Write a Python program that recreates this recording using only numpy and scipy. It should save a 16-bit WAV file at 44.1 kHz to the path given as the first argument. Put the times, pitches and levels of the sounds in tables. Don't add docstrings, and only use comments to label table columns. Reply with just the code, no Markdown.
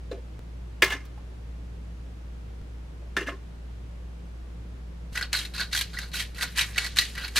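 import sys
import numpy as np
from scipy import signal
from scipy.fft import rfft, irfft
from scipy.io import wavfile
from scipy.ndimage import uniform_filter1d

SR = 44100
rng = np.random.default_rng(int(sys.argv[2]) if len(sys.argv) > 2 else 0)


def waveform_to_disk(signal):
    frames = np.transpose(np.atleast_2d(signal))
    scaled = np.clip(frames, -1, 1) * 32767
    samples = np.round(scaled).astype(np.int16)
    wavfile.write(sys.argv[1], SR, samples)


N = 325899

# frequency_hz, gain_db
ROOM_TONE_EQ = [(20, -9.5), (45, 1.5), (75, -4.5), (130, -1.5), (200, -5), (300, -8), (500, -13.5),
                (800, -19), (1500, -23.5), (3000, -28), (6000, -35), (11000, -42), (13000, -46.5),
                (16000, -57)]
# frequency_hz, gain_db
ROOM_TONE_SIDE_EQ = [(60, -40), (110, -16), (200, -6), (380, -0.5), (700, -1), (1290, 1), (2380, 0),
                     (4400, -1), (8120, -2.5), (15000, 5.5)]
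# start_s, jump_cycles, click_db
SPLICES = [(.3927, .38, -33), (2.616, .4, -42), (5.126, .29, -38)]
# pitch_hz, width_hz, rms_db
HUM_TONES = [(35.8, 10, -63), (109.6, 15.4, -51.5), (170, 6.5, -54.5), (482.5, 6, -68.5), (503, 5, -80)]
# start_s, level_db, pitch_hz,
# rolloff_db_per_octave, contact_ms, snap_db, edge_db, thud_db, thud_pitch_hz
TONG_BLOWS = [(0.112, -22.5, 4000, 66, 1.7, -2, -40, 0.5, 490),
              (0.114, -37.5, 1250, 90, 2.9, -8, -34, 9, 684), (0.111, -45, 7130, 45, 2.8, 0, -30, -7, 398),
              (0.124, -46, 2900, 25, 2.6, 0, -34, 20, 396), (0.14, -45.5, 3500, 15, 2.3, 8, -34, 11, 675),
              (0.173, -50, 3000, 15, 2.6, 0, -34, 18, 500),
              (0.8209, -2.5, 2300, 23.5, 0.36, 4, -20, -18, 420),
              (0.821, -12, 6420, 40, 1, -10, -25, -31, 400), (0.822, -9, 3280, 44, 1, -8, -30, -28.5, 499),
              (0.823, -10.5, 4680, 27, 0.74, -3, -25, -30, 400),
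              (0.8244, -11, 2900, 21, 0.92, 5, -32, -20, 393),
              (0.825, -5.5, 2080, 67, 1.5, -6, -35, -23, 390),
              (0.824, -2, 1710, 72, 2.7, -3.5, -36, -16.5, 400),
              (0.841, -12, 4680, 14, 2.1, -6, -13, -17, 393),
              (0.858, -20.5, 2300, 16, 2.5, 8, -17, -34, 390),
              (0.874, -29, 3000, 19, 4.7, 15, -13, -31, 390),
              (0.8993, -15.5, 2900, 55, 1.6, -5, -24, -40, 280),
              (0.902, -17, 2190, 45, 2.4, 4, -29, -38, 280),
              (0.916, -11, 1710, 52, 3.1, 0.5, -34, -22, 684),
              (0.921, -24, 5970, 35, 2.1, -3, -28, -34, 400), (0.93, -31, 6950, 40, 2.3, 0, -25, -30, 400),
              (0.92, -15.5, 2900, 45, 2.5, -4, -29, -38, 400), (0.903, -23, 3640, 60, 2, -3, -30, -27, 400),
              (0.922, -20, 3640, 60, 2.5, -5, -30, -30, 400),
              (0.948, -27.5, 2440, 31, 1.3, -2, -30, -12, 400), (0.961, -31, 2027, 40, 3, 1, -35, -20, 400),
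              (1.0, -37, 2027, 35, 3.3, -5, -35, -15, 400),
              (0.933, -21.5, 1710, 30, 1.6, 4, -32, -12.5, 268),
              (1.051, -44, 5000, 19, 2.7, 9, -8, -13, 258), (1.175, -44, 1200, 16, 1, 5, -33, 8.5, 794),
              (3.012, -56.5, 1200, 20, 3, 0, -30, 18, 580), (3.052, -58, 1200, 20, 2.6, 0, -30, 18, 626),
              (3.166, -11.5, 1460, 25.5, 0.21, 5, -42, -23, 316),
              (3.1672, -22, 4680, 25, 0.54, 2, -28, -30, 390),
              (3.167, -16, 3500, 32, 0.6, 0, -33, -23, 390),
              (3.172, -16.5, 1810, 44, 0.67, -8, -42, -8.5, 377),
              (3.186, -23, 2720, 50, 2.2, 3, -35, -22, 390), (3.204, -22, 2710, 55, 2, 2, -41, -19, 400),
              (3.2, -31, 5950, 45, 2.5, 0, -35, -20, 400), (3.21, -18.5, 1770, 43, 2.7, -6, -46, -6.5, 414),
              (3.226, -26, 2745, 45, 1.6, -1, -42, -3, 403), (3.262, -24, 2720, 55, 2.3, -9, -37, -31, 300),
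              (3.18, -17, 1810, 47, 1.7, -8, -42, -18, 390), (3.268, -15, 1805, 57, 3.2, -4, -47, -13, 282),
              (3.274, -30, 5950, 47, 2.5, 2, -35, -27, 400),
              (3.284, -20.5, 1250, 28, 0.59, -5, -47, -1.5, 644),
              (3.291, -23.5, 2810, 28, 0.77, -4, -40, -7, 282),
              (3.318, -31.5, 1070, 12, 1.3, -2, -43, -3, 385), (3.296, -28, 1810, 45, 2, -7, -40, -20, 390),
              (3.333, -38, 1850, 42, 1.2, -5, -40, -4, 390)]
# pitch_hz, level_db, t60_s
TONG_MODES = [(1070, -1.5, 0.098), (1250, -5, 0.054), (1390, -6, 0.062), (1560, 0, 0.026),
              (1710, -3.5, 0.063), (1787, -1, 0.031), (1794, -25, 0.044), (1810, -4.5, 0.041),
              (1900, -12, 0.0499), (2027, -8.5, 0.076), (2094, -2.5, 0.082), (2198, -3.5, 0.037),
              (2422, -9, 0.064), (2560, -14, 0.034), (2720, -7.5, 0.051), (2810, -2, 0.02),
              (2900, -9.5, 0.065), (2954, -7.5, 0.035), (3280, -6.5, 0.043), (3575, -9.5, 0.047),
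              (4000, -12, 0.054), (4300, -14, 0.04), (4680, -17, 0.045), (4710, -9, 0.04),
              (5200, -10, 0.057), (5950, -11, 0.05), (6420, -10, 0.028), (6950, -22, 0.05),
              (7030, -18, 0.05), (7960, -34, 0.04)]
# pitch_hz, level_db, t60_s
TRAY_MODES = [(277.3, -2.5, 0.19), (333, 6, 0.042), (390, -3.5, 0.13), (487, -0.5, 0.039),
              (524, -12.5, 0.16), (580, -8, 0.078), (678, -9.5, 0.088), (848, -3, 0.051)]
# frequency_hz, gain_db
SNAP_EQ = [(88, -67), (150, -18), (354, -15), (550, -14), (800, -14.5), (1100, -10.5), (1500, -9),
           (1680, -7), (2050, -26), (2300, -10.5), (3300, -17), (6000, -23), (10000, -31.5), (13300, -37),
           (15900, -51)]
# frequency_hz, gain_db
REFLECTION_SIDE_EQ = [(60, -41), (110, -20.5), (200, -21), (380, -24), (700, -22), (1290, -22), (2380, -14),
                      (4400, -6), (8120, 0), (15000, 4.5)]
# start_s, length_s, grit_db, swell_db,
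# trickle_db, brightness_db, lowest_modes_db, low_modes_db, middle_modes_db, high_modes_db
GRIT_CUES = [(5.129, 0.02, -52, 3, -50, -10, -8, -4, -5, -11),
             (5.156, 0.046, -29.5, 3, -59.5, -24, -1, -4, -2.5, -2),
             (5.336, 0.092, -22, -11.5, -55.5, -14, -4, -36, -4, -4.5),
             (5.544, 0.072, -34, 4.5, -59, -19.5, 1.5, -7, -2.5, 3.5),
             (5.731, 0.079, -28.5, -5, -52.5, -12, -15, -21, -4, 5.5),
             (5.936, 0.1, -37.5, 9, -69, -22, -2.5, -9, -16, -1),
             (6.138, 0.072, -30.5, 0, -59.5, -13, -10, -3, 0, 0.5),
             (6.358, 0.078, -44.5, 17.5, -48.5, -16.5, 3, -1, -12, -2.5),
             (6.562, 0.063, -28, 5.5, -48, -13, -19, -22, -3, -10),
             (6.77, 0.083, -26, 0.5, -51.5, -19.5, -5.5, -3, -13, -6.5),
             (6.98, 0.13, -24, -18.5, -49, -14.5, -16, -29, -7, 0.5),
             (7.171, 0.076, -35, 2.5, -50.5, -18.5, 2.5, -0.5, -0.5, 1.5),
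             (7.362, 0.048, -27, -3, -52, -7, 3, -6, 1, 5)]
# start_s, level_db, pitch_hz, snap_db
CORN_CRACKS = [(5.1547, -16.5, 1670, -5.5), (5.157, -16, 6200, -10), (5.173, -17, 1980, 0),
               (5.176, -16.5, 2650, -4), (5.19, -20, 1590, -6), (5.211, -14, 1580, -7),
               (5.224, -12, 4400, -20), (5.223, -13.5, 1590, -12), (5.33, -11, 4120, 3),
               (5.3315, -18.5, 4300, -8), (5.345, -12.5, 1590, -24), (5.3494, -11.5, 4300, -17),
               (5.34, -15, 4000, -10), (5.361, -13, 4200, -13), (5.371, -16, 4000, -13),
               (5.3891, -14, 3860, -4), (5.412, -19.5, 2980, -12), (5.451, -23, 4000, 0),
               (5.537, -26.5, 4090, -2), (5.547, -28, 4120, 2), (5.5626, -25, 4400, 2),
               (5.596, -15.5, 1590, -7), (5.58, -20, 4400, -2), (5.602, -20, 1510, 4),
               (5.61, -12, 1530, -17), (5.611, -24, 4400, -13), (5.621, -16.5, 1510, -9),
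               (5.6298, -20, 4030, -9), (5.712, -34, 2000, 1), (5.728, -18.5, 4000, -0.5),
               (5.73, -16, 1590, -6), (5.7488, -13, 1590, 2.5), (5.762, -13, 3240, -3),
               (5.7748, -11, 3250, 0), (5.776, -20, 6400, -12), (5.7886, -17, 3860, 2.5),
               (5.811, -12, 3550, 3.5), (5.812, -17, 6300, -17), (5.835, -35, 6400, -5),
               (5.932, -30.5, 3860, -3), (5.943, -23.5, 1550, -8), (5.9698, -20.5, 1900, -20),
               (5.987, -18.5, 1660, 3), (6.115, -32.5, 4040, -2), (6.1403, -15, 1390, -18),
               (6.154, -17, 3860, -14), (6.178, -22, 2910, -8), (6.1959, -17.5, 3540, 3),
               (6.201, -16, 3250, -4), (6.202, -19, 2000, -7), (6.224, -28, 2900, 8), (6.346, -34, 4400, 3),
               (6.358, -27, 2650, -14), (6.382, -23, 1960, -15), (6.4095, -16, 1830, -2),
               (6.419, -22, 3860, 5), (6.4248, -15, 1590, 6), (6.43, -17.5, 4120, 4),
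               (6.566, -27, 2750, -2), (6.575, -14.5, 4260, 3), (6.5834, -18.5, 2010, 8.5),
               (6.591, -8, 2930, -0.5), (6.5926, -12, 3860, -7), (6.599, -17, 2900, -3),
               (6.61, -10.5, 2500, 2), (6.613, -11.5, 3860, -7), (6.615, -11, 3860, -12),
               (6.627, -20, 2250, -18), (6.759, -24.5, 1900, 0), (6.7784, -12.5, 2250, 2),
               (6.78, -2, 2580, -7), (6.783, -14.5, 4300, -9), (6.811, -29, 1950, -14),
               (6.8445, -27, 1650, 11), (6.863, -18.5, 1590, 2.5), (6.864, -22, 4360, -8),
               (6.9601, -26, 4400, 6), (6.969, -12, 1250, 2.5), (6.971, -19, 3540, -8),
               (6.986, -11, 2900, 4), (6.9861, -0.5, 3990, -7), (6.986, -11, 4460, -16),
               (6.9925, -15, 1990, -9), (7.0175, -15, 1970, -25), (7.05, -24, 2900, 0),
               (7.085, -32, 3250, -3), (7.152, -25.5, 2090, 1), (7.154, -27, 2900, -8),
               (7.1774, -15.5, 1730, -7.5), (7.232, -28, 1590, -4), (7.233, -28, 5000, -8),
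               (7.244, -18, 4400, -12), (7.279, -24.5, 2250, 2.5), (7.28, -26, 4400, -6),
               (7.3588, -13.5, 2900, 2), (7.364, -11, 3540, -1), (7.373, -13, 2650, 2.5),
               (7.3814, -15, 1940, -4)]
# pitch_hz, level_db, t60_s
MILL_MODES = [(1095, -14.5, 0.036), (1250, -19, 0.049), (1468, -1, 0.043), (1590, -3, 0.04),
              (1696, -7.5, 0.046), (1934, 6.5, 0.016), (1970, -3, 0.062), (2250, -1.5, 0.041),
              (2450, -5, 0.028), (2650, -2, 0.027), (2910, -2.5, 0.037), (3250, -3.5, 0.049),
              (3540, -9, 0.038), (3833, 1.5, 0.0098), (3860, -4, 0.041), (4120, -3, 0.033),
              (4280, -14, 0.012), (4360, -1.5, 0.039), (4400, -2.5, 0.014), (4690, -3, 0.04),
              (5000, -6, 0.021), (5250, -10, 0.025), (6200, -11, 0.026), (6730, -16, 0.026)]
# frequency_hz, gain_db
CRACKLE_EQ = [(240, -50), (400, -39), (467, -31.5), (655, -23), (800, -20.5), (1270, -15), (1550, -8.5),
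              (1750, -6), (3450, -10), (3910, -7), (5480, -14), (12400, -20), (14200, -28.5), (15900, -56)]


def amp(db):
    return 10 ** (np.asarray(db) / 20)


def rms_one(x):
    return x / np.sqrt(np.mean(x ** 2) + 1e-30)


def convolve(x, response):
    return signal.fftconvolve(x, response)[:N]


def butterworth(x, order, hz, kind="low"):
    return signal.sosfilt(signal.butter(order, hz, kind, fs=SR, output="sos"), x)


def eq(x, curve, size=8192):
    hz, db = np.transpose(curve)
    grid_hz = np.maximum(np.arange(size // 2 + 1) * SR / size, 1)
    gain = amp(np.interp(np.log(grid_hz), np.log(hz), db))
    cepstrum = irfft(np.log(gain))
    cepstrum[1:size // 2] *= 2
    return convolve(x, irfft(np.exp(rfft(cepstrum[:size // 2 + 1], size))))


def drift(hz):
    pole = np.exp(-64 * np.pi * hz / SR)
    noise = rng.standard_normal(N // 32 + 1402)
    slow = signal.lfilter([1], [1, -2 * pole, pole * pole], noise)[1400:]
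    return np.interp(np.arange(N) / 32, np.arange(len(slow)), rms_one(slow))


def ring(clicks, hz, t60):
    radius, angle = amp(-60 / (t60 * SR)), 2 * np.pi * hz / SR
    return signal.lfilter([0, np.sin(angle)], [1, -2 * radius * np.cos(angle), radius ** 2], clicks + 1e-18)


def contacts(start_s, level_db, contact_ms, hz=None):
    width = np.clip(contact_ms + 0 * start_s, .03, 4)[:, None] * SR / 1000
    lag = np.arange(int(7 * width.max()))
    push = lag / width * np.exp(-np.minimum(lag / width, 40))
    push *= (amp(level_db) ** (1 if hz else 2) / np.sum(push, axis=1))[:, None]
    if hz:
        push *= 2 * np.cos(2 * np.pi * (hz * lag / SR + rng.random(len(start_s))[:, None]))
    at = np.round(start_s * SR).astype(int)[:, None] + lag
    return np.bincount(at.ravel(), push.ravel(), N)[:N]


def envelope(start_s, level_db, contact_ms, t60):
    power = contacts(start_s, level_db, contact_ms)
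    return np.sqrt(signal.lfilter([1], [1, -amp(-120 / (t60 * SR))], power + 1e-18))


def bursts(start_s, level_db, contact_ms, t60):
    return envelope(start_s, level_db, contact_ms, t60) * rng.standard_normal(N)


def struck(start_s, level_db, pitch_hz, contact_ms, modes, db_per_octave, scatter_db):
    scatter = scatter_db * rng.standard_normal((len(start_s), len(modes)))
    out = np.zeros(N)
    for k, (hz, db, t60) in enumerate(modes):
        drive_db = level_db + db + scatter[:, k] - db_per_octave * np.abs(np.log2(hz / pitch_hz))
        out += ring(contacts(start_s, drive_db, contact_ms, hz), hz, t60)
    return out


def grains(per_s, spread_db):
    sizes = amp(spread_db * np.minimum(rng.exponential(1, N), 5)) * rng.choice([-1, 1], N)
    return sizes * (rng.random(N) < per_s / SR)


def shaken(clicks, modes):
    dealt = rng.integers(0, len(modes), N)
    rings = (amp(db) * ring(clicks * (dealt == k), hz, t60) for k, (hz, db, t60) in enumerate(modes))
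    return rms_one(sum(rings))


def room_tone(mid_db=-50):
    mid = eq(rng.standard_normal(N), ROOM_TONE_EQ)
    side = eq(eq(rng.standard_normal(N), ROOM_TONE_EQ), ROOM_TONE_SIDE_EQ)
    return amp(mid_db) / np.std(mid) * (mid + side * [[1], [-1]])


def appliance_hum(pitch_hz=58.7, rms_db=-39):
    t = np.arange(N) / SR
    jumps = sum(jump * np.clip((t - start_s) / .004, 0, 1) for start_s, jump, _ in SPLICES)
    cycles = pitch_hz * t + rng.random() - jumps
    hum = amp(rms_db + 0.88 * drift(4.6)) * np.sqrt(2) * np.sin(2 * np.pi * cycles)
    for start_s, _, click_db in SPLICES:
        hum -= amp(click_db) * (t >= start_s) * np.exp(-np.abs(t - start_s) / 0.00095)
    for hz, width_hz, db in HUM_TONES:
        hum += amp(db) * rms_one(ring(rng.standard_normal(N), hz, t60=np.log(1000) / np.pi / width_hz))
    return hum


def tongs():
    start_s, level_db, pitch_hz, rolloff, contact_ms, *layers = np.transpose(TONG_BLOWS)
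    snap_db, edge_db, thud_db, thud_hz = layers
    arms = amp(-5) * struck(start_s, level_db, pitch_hz, contact_ms, TONG_MODES, rolloff, scatter_db=1.5)
    thuds = struck(start_s, level_db + thud_db, thud_hz, contact_ms, TRAY_MODES, 37.5, scatter_db=0)
    snaps = eq(bursts(start_s, level_db + snap_db, contact_ms, t60=0.082), SNAP_EQ)
    edges = butterworth(bursts(start_s, level_db + edge_db, contact_ms / 2, t60=0.031), 2, 5000, "high")
    touches = grains(per_s=5000, spread_db=0.62)
    rattle = shaken(touches, TONG_MODES) + amp(-1.5) * rms_one(eq(touches, SNAP_EQ))
    loose = envelope(start_s, level_db - 28, contact_ms=2.3, t60=0.12)
    settling = envelope(start_s, level_db - 49, contact_ms=5, t60=0.64)
    return arms + thuds + snaps + edges + (loose + settling) * rattle


def tail(t60):
    t = np.arange(SR // 2) / SR
    response = rng.standard_normal(len(t)) * amp(-60 * t / t60)
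    return response / np.sqrt(np.sum(response ** 2))


def kitchen(dry, room_t60_s=0.2, early_t60_s=0.017, hand_moves_hz=8.4):
    dark = butterworth(dry, 1, 5000)
    reverb = amp(-11) * convolve(dark, tail(room_t60_s))
    blend = np.pi * drift(hand_moves_hz)
    early = sum(convolve(dry * fade, tail(early_t60_s)) for fade in (np.cos(blend), np.sin(blend)))
    late = amp(-6) * convolve(dark, tail(room_t60_s))
    return dry + reverb + eq(early + late, REFLECTION_SIDE_EQ) * [[1], [-1]]


def grit_levels(release_db_per_s, attack_db_per_s=1500, lead_s=0.027):
    t, cues = np.arange(N) / SR, np.array(GRIT_CUES)
    cue = np.maximum(np.searchsorted(cues[:, 0] - lead_s, t) - 1, 0)
    start_s, length_s, grit_db, swell_db = cues[cue, :4].T
    level_db = grit_db + swell_db * np.clip((t - start_s) / length_s, 0, 1)
    level_db -= attack_db_per_s * np.maximum(start_s - t, 0)
    level_db -= release_db_per_s * np.maximum(t - start_s - length_s, 0)
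    trickle_db = np.append(-200, cues[:, 4])[np.searchsorted(cues[:, 0], t)]
    return np.maximum(level_db, -200), trickle_db, cue


def flicker(x, depth_db=3, rate_hz=13.3):
    lows = [0 * x] + [butterworth(x, 2, hz) for hz in (2750, 5200, 7500, 10200)] + [x]
    return sum(amp(depth_db * drift(rate_hz)) * (high - low) for low, high in zip(lows, lows[1:]))


def grinding(debris):
    grit = grains(per_s=2500 * amp(3 * drift(40)), spread_db=2)
    grit_db, trickle_db, cue = grit_levels(release_db_per_s=404)
    dust_db = grit_levels(release_db_per_s=267)[0]
    bright_db, *grip_db = uniform_filter1d(np.array(GRIT_CUES)[cue, 5:], size=400, axis=0).T
    bands = MILL_MODES[:5], MILL_MODES[5:8], MILL_MODES[8:12], MILL_MODES[12:]
    body = sum(amp(db - 12 + 1.5 * drift(12.7)) * shaken(grit, band) for db, band in zip(grip_db, bands))
    body_gain = np.hypot(amp(np.maximum(grit_db, trickle_db)), debris)
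    dust = amp(-4) * grains(per_s=7000, spread_db=0.88)
    crackle = rms_one(flicker(eq(grit + dust, CRACKLE_EQ)))
    dust_gain = np.hypot(amp(dust_db), debris) * amp(bright_db + 6)
    crackle_gain = np.hypot(dust_gain, amp(trickle_db - 1))
    return body_gain * body + crackle_gain * crackle


def pepper_mill():
    start_s, level_db, pitch_hz, snap_db = np.transpose(CORN_CRACKS)
    contact_ms = 0.48 * amp(-0.5 * (level_db - np.mean(level_db) + snap_db))
    grind = grinding(debris=envelope(start_s, level_db - 14.5, contact_ms, t60=0.12))
    knocks = struck(start_s, level_db, pitch_hz, contact_ms, MILL_MODES, db_per_octave=43.5, scatter_db=1)
    ticks = bursts(start_s, level_db + snap_db + 3.5, contact_ms / 4, t60=0.0058)
    snaps = bursts(start_s, level_db + snap_db, contact_ms, t60=0.053)
    return grind + amp(-8.5) * knocks + eq(ticks + snaps, CRACKLE_EQ)


def scene():
    return kitchen(tongs() + pepper_mill()) + appliance_hum() + room_tone()


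def record(dry):
    return signal.sosfilt(signal.ellip(10, .5, 70, 15800, fs=SR, output="sos"), dry)


dry = scene()
out = record(dry)
waveform_to_disk(out)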